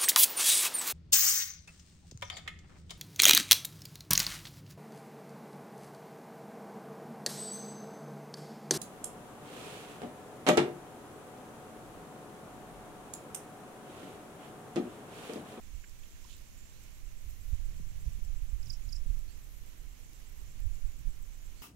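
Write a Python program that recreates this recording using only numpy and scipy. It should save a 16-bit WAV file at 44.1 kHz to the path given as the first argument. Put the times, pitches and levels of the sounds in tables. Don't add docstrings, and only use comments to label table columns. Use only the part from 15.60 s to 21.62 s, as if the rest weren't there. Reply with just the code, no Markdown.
import sys
import numpy as np
from scipy import signal
from scipy.fft import rfft, irfft, next_fast_len
from scipy.io import wavfile
from scipy.ndimage import uniform_filter1d, map_coordinates

SR = 44100
rng = np.random.default_rng(int(sys.argv[2]) if len(sys.argv) > 2 else 0)


def wav_out(sig):
    wavfile.write(sys.argv[1], SR, np.round(np.clip(np.atleast_2d(sig).T, -1, 1) * 32767).astype(np.int16))


N = 265482
TIME = np.arange(N) / SR


def amp(db):
    return 10 ** (np.asarray(db) / 20)


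def unit(x):
    return x / np.sqrt(np.mean(x ** 2) + 1e-20)


def along(points, hz):
    frequencies, values = np.transpose(points)
    return np.interp(np.log(hz + 1), np.log(frequencies + 1), values)


def wobble(rate):
    return map_coordinates(rng.standard_normal(int(N * rate / SR) + 4), [TIME * rate])


def filtered(x, response):
    size = next_fast_len(N + SR // 2)
    return irfft(rfft(x, size) * response(np.fft.rfftfreq(size, 1 / SR)), size)[..., :N]


def noise(spectrum):
    return filtered(rng.standard_normal(N), lambda hz: amp(along(spectrum, hz))) * np.sqrt(SR / 2)


def swell(centre_s, length_s):
    return np.cos(np.pi * np.clip((TIME - centre_s) / length_s, -.5, .5)) ** 2


def scatter(width_hz):
    return (wobble(width_hz) + 1j * wobble(width_hz)) / np.sqrt(2)


def placed(x, left_db, right_db):
    return np.array([amp(left_db) * x, amp(right_db) * x])


# (time [s], level [dB])
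BREEZE_STRENGTH = [(0.0, -50), (0.14, -39.5), (0.26, -46), (1.3, -48.5), (1.96, -31), (2.24, -34.5),
                   (2.96, -34), (3.04, -36.5), (3.54, -34), (3.76, -42), (4.26, -41.5), (4.36, -49),
                   (4.88, -43.5), (5.06, -30.5), (5.4, -39.5), (5.48, -39.5), (5.6, -39.5), (6.0, -43)]
# (frequency [Hz], relative density [dB])
BUFFET_SPECTRUM = [(8, 3), (20, 2.5), (32, 3.5), (55, -8), (85, -14), (130, -38), (250, -58), (600, -100)]
FLUTTER_SPECTRUM = [(50, -18), (95, 5.5), (140, -1), (200, -14.5), (300, -37), (600, -81), (2000, -40)]
# (time [s], pulse level [dB], half-width [s], wake level [dB])
EDDY_STRIKES = [(.153, -31.5, 0.0048, -69), (1.681, -33, 0.0048, -54.5), (1.935, -18, 0.0043, -51),
                (2.477, -20.5, 0.0055, -47), (2.528, -35, .005, -47.5), (2.836, -24.5, 0.0053, -59),
                (2.936, -23.5, 0.0048, -60), (3.085, -35.5, 0.009, -42), (3.279, -29.5, 0.0057, -46.5),
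                (3.504, -18.5, 0.0056, -47.5), (5.07, -23.5, 0.0037, -53), (5.251, -24.5, .0086, -57),
                (5.406, -31.5, 0.0066, -51.5), (5.476, -20.5, 0.0095, -51)]


def wind():
    strength_db = np.interp(TIME, *np.transpose(BREEZE_STRENGTH))
    buffet = amp(strength_db + 1.3 + 1.5 * wobble(14)) * unit(noise(BUFFET_SPECTRUM))
    flutter_gain = amp(-60.5 + 0.43 * (strength_db - strength_db.mean()) + wobble(10))
    eddies = np.zeros(N)
    for s, db, half_width, wake_db in EDDY_STRIKES:
        u = (TIME - s) / half_width
        eddies += amp(db) * (1 - u ** 2) * np.exp(-u ** 2 / 2)
        flutter_gain += amp(wake_db) * swell(s, length_s=0.082)
    flutter = flutter_gain * unit(noise(FLUTTER_SPECTRUM))
    return placed(buffet + flutter + eddies, left_db=-36, right_db=0)


# (frequency [Hz], density [dB/Hz])
HUSH_SPECTRUM = [(15, -73.5), (65, -76.5), (130, -86), (250, -92.5), (400, -97), (700, -103), (1500, -103),
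                 (2300, -106), (3200, -106), (6500, -111), (9000, -108), (15500, -109)]
AIR_SPECTRUM = [(20, -91.5), (150, -87.5), (270, -89.5), (400, -94), (750, -99), (1500, -100),
                (2200, -95.5), (2900, -96.5), (3400, -100), (5000, -101), (8200, -104), (15500, -108)]
# (frequency [Hz], relative density [dB])
INSECT_SPECTRUM = [(4500, -42), (5300, -4), (6000, 2.5), (7200, 2.5), (7650, -10), (8000, -3.5),
                   (10000, -67)]


def air_and_insects():
    drift_db = .45 * wobble(3) + .7 * wobble(16)
    air = noise(AIR_SPECTRUM) * amp(drift_db)
    shimmer_db = .5 * wobble(2) + .9 * wobble(18)
    chorus = unit(noise(INSECT_SPECTRUM)) * amp(-64 + shimmer_db)
    fading_db = np.interp(TIME, [0, 1, 1.6, 6], [0.27, -0.11, -1.1, -1.4])
    return np.array([noise(HUSH_SPECTRUM), (air + chorus) * amp(fading_db)])


# (frequency [Hz], relative density [dB])
GRIP_SPECTRUM = [(8, 3.5), (20, 1.5), (55, -1), (100, -6.5), (150, -9), (220, -25.5), (400, -47.5),
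                 (1000, -49)]
# (centre time [s], duration [s], relative level [dB])
GRIP_SHIFTS = [(1.66, .4, -71), (2.182, 0.6, -48.5), (2.52, 0.52, -48.5), (3.197, .16, -61),
               (3.527, 0.27, -49), (4.927, 0.24, -52.5), (5.5, 0.39, -65)]
# (onset [s], relative level [dB], frequency [Hz], 60 dB decay time [s])
HAND_KNOCKS = [(2.197, -31, 154, 0.045), (2.467, -44.5, 165, 0.075), (2.585, -42, 170, 0.062),
               (3.456, -36.5, 165, 0.034)]


def hand():
    resting = amp(-63.5)
    shifting = sum(amp(db) * swell(s, length) for s, length, db in GRIP_SHIFTS)
    body = (resting + shifting) * unit(noise(GRIP_SPECTRUM))
    for s, db, hz, t60 in HAND_KNOCKS:
        age = np.maximum(TIME - s, 0)
        phase = 2 * np.pi * hz * (age + 0.0047 * (1 - np.exp(-age / 0.0023)))
        attack = 1 - np.exp(-age / 0.011)
        body += amp(db + 4.5 - 60 * age / t60) * attack * np.sin(phase)
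    return placed(body, left_db=1.5, right_db=-22)


# (frequency [Hz], relative density [dB])
MOTOR_SPECTRUM = [(7500, -21), (9600, -5.5), (10900, -16), (11600, 0.5), (12200, -5), (12700, -7),
                  (13200, -0.5), (14400, -10), (15500, -13)]
# (start [s], end [s])
FOCUS_RUNS = [(1.61, 1.92), (3.78, 4.04)]


def lens_motor():
    switched_on = sum(1.0 * ((TIME > start) & (TIME < end)) for start, end in FOCUS_RUNS)
    running = uniform_filter1d(switched_on, size=900)
    fizz = unit(noise(MOTOR_SPECTRUM)) * amp(-71.5 + 4.4 * running + 2.5 * wobble(90))
    whine_hz = 11760
    whine = amp(-72) * running * np.real(scatter(width_hz=300) * np.exp(2j * np.pi * whine_hz * TIME))
    return placed(fizz + whine, left_db=3, right_db=-29)


def cricket():
    first_s, period_s, chirp_s = .04, .1189, 0.0677
    centre_hz, sag_hz = 7580, 280
    offset_s = (TIME - first_s + period_s / 2) % period_s - period_s / 2
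    stroke = np.clip(offset_s / chirp_s, -.5, .5)
    phase = 2 * np.pi * np.cumsum(centre_hz - sag_hz * stroke) / SR
    carrier = np.real(np.exp(1j * phase) * scatter(width_hz=390))
    song = np.cos(np.pi * stroke) ** 2 * carrier * amp(0.91 * wobble(6.16))
    return placed(song, left_db=-94, right_db=-59.5)


# (frequency [Hz], 60 dB decay time [s])
FOLIAGE_DECAY = [(2000, 0.09), (5500, 0.15), (10000, 0.033)]


def foliage_echo(x):
    hz, age, spectra = signal.stft(rng.standard_normal((2, SR // 2)), SR, nperseg=256)
    decay = amp(-60 * age / along(FOLIAGE_DECAY, hz)[:, None])
    tail = signal.istft(spectra * decay, SR, nperseg=256)[1]
    return signal.fftconvolve(x[None], tail / np.linalg.norm(tail[0]), axes=1)[:, :N]


# (centre time [s], duration [s], centre frequency [Hz], relative level [dB])
FAR_WHISTLES = [(0.246, 0.2, 7150, -62), (.44, 0.093, 7040, -62), (0.711, 0.12, 7030, -55.5),
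                (1.012, 0.23, 7140, -60), (1.158, 0.15, 4100, -66.5), (3.28, 0.16, 6920, -61.5),
                (3.70, .11, 4400, -64), (4.88, 0.088, 7110, -61.5), (5.142, .17, 6920, -61.5),
                (5.318, .1, 6840, -61), (5.824, .14, 6900, -63), (5.996, .11, 4410, -63)]


def whistles():
    ceiling_hz, climb_per_s = 8940, 2.2
    blur = .6 + .8 * scatter(width_hz=450)
    voice = np.zeros(N)
    for s, length, hz, db in FAR_WHISTLES:
        hz_per_s = climb_per_s * (ceiling_hz - hz)
        pitch_hz = hz + hz_per_s * np.clip(TIME - s, -length / 2, length / 2)
        phase = 2 * np.pi * np.cumsum(pitch_hz) / SR
        voice += amp(db) * np.sqrt(swell(s, length)) * np.real(blur * np.exp(1j * phase))
    return placed(voice, left_db=-20, right_db=-1) + foliage_echo(voice) * amp([[-24], [-5]])


# (centre time [s], duration [s], relative level [dB], band centre [Hz], width [octaves])
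LEAF_BRUSHES = [(0.244, 0.024, -58.5, 1950, 0.38), (0.436, 0.018, -57, 2700, .25),
                (0.647, 0.026, -56, 4200, 0.8), (0.652, .02, -58.5, 1020, 0.13),
                (.72, 0.12, -59, 3370, 0.29), (0.737, 0.25, -59.5, 4800, 0.84)]


def rustle():
    leaves = np.zeros(N)
    for s, length, db, centre_hz, octaves in LEAF_BRUSHES:
        white = rng.standard_normal(N)
        puff = filtered(white, lambda hz: np.exp(-(np.log2((hz + 1) / centre_hz) / octaves) ** 2 / 2))
        crinkle = amp(4.1 * wobble(250))
        leaves += amp(db) * swell(s, length) * unit(puff * crinkle)
    return placed(leaves, left_db=-18, right_db=1)


# (frequency [Hz], relative density [dB])
TICK_SPECTRUM = [(2500, -25), (4400, -16), (5100, 8), (6000, -5), (10000, -4), (13000, 2), (15500, 2.5)]
# (time [s], relative level [dB])
UNEVEN_TICKS = [(5.1557, -50.5), (5.3198, -52), (5.3911, -53), (5.6265, -51)]


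def lens_ticks():
    first_s, period_s, decay_s, regular_db = 0.2957, 0.4708, 0.0008, -50.5
    regular = [(first_s + k * period_s, regular_db) for k in range(11)]
    ticks = regular + list(UNEVEN_TICKS)
    envelope = sum(amp(db) * (TIME >= s) * np.exp(-abs(TIME - s) / decay_s) for s, db in ticks)
    return placed(envelope * unit(noise(TICK_SPECTRUM)), left_db=8, right_db=-18)


# (frequency [Hz], relative density [dB])
RASP_SPECTRUM = [(3500, -19), (5000, 6.5), (7300, 4), (8500, -10), (10500, -1), (15000, -24)]
# (centre time [s], duration [s], frequency [Hz], relative level [dB], roughness [0-1])
BIRD_NOTES = [(3.031, .008, 5080, -41, .05), (3.061, 0.012, 5700, -45, .15), (3.072, .009, 5000, -42, .3),
              (3.105, 0.016, 5010, -28.5, 0.17), (3.1354, 0.025, 5300, -39, 0.8),
              (3.294, 0.02, 4950, -44, .3), (3.325, .013, 5300, -41, .7), (3.3313, .014, 4950, -32, 0.26),
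              (3.362, .026, 5220, -39.5, 0.7)]


def bird():
    floor_hz, slur_s, trail_hz = 3860, 0.0125, 5450
    rasp = scatter(width_hz=1100)
    edge = unit(noise(RASP_SPECTRUM)) * amp(-5.5)
    trail = np.sin(2 * np.pi * trail_hz * TIME)
    voice = np.zeros(N)
    for s, length, hz, db, rough in BIRD_NOTES:
        sinking = np.exp(-np.maximum((TIME - s) / slur_s, -1)) - 1
        pitch_hz = hz + (hz - floor_hz) * (1 - rough) * sinking
        phase = 2 * np.pi * np.cumsum(pitch_hz) / SR
        tone = np.exp(1j * phase) + amp(-26) * np.exp(2j * phase)
        note = np.real(tone * (np.sqrt(1 - rough ** 2) + rough * rasp)) + rough * edge
        soft_start = amp(min(db - 17, -44)) * swell(s - 0.008, length_s=0.018)
        voice += (soft_start + amp(db) * swell(s, length)) * note
        voice += rough ** 2 * amp(db - 5) * swell(s + length / 2, length_s=0.044) * trail
    return placed(voice, left_db=-27, right_db=-5) + foliage_echo(voice) * amp([[-27], [-20]])


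def scene():
    continuous = wind() + air_and_insects() + hand() + lens_motor()
    return continuous + cricket() + whistles() + rustle() + lens_ticks() + bird()


def record(dry):
    cutoff_hz = 15750
    return filtered(dry, lambda hz: hz < cutoff_hz)


dry = scene()
out = record(dry)
wav_out(out)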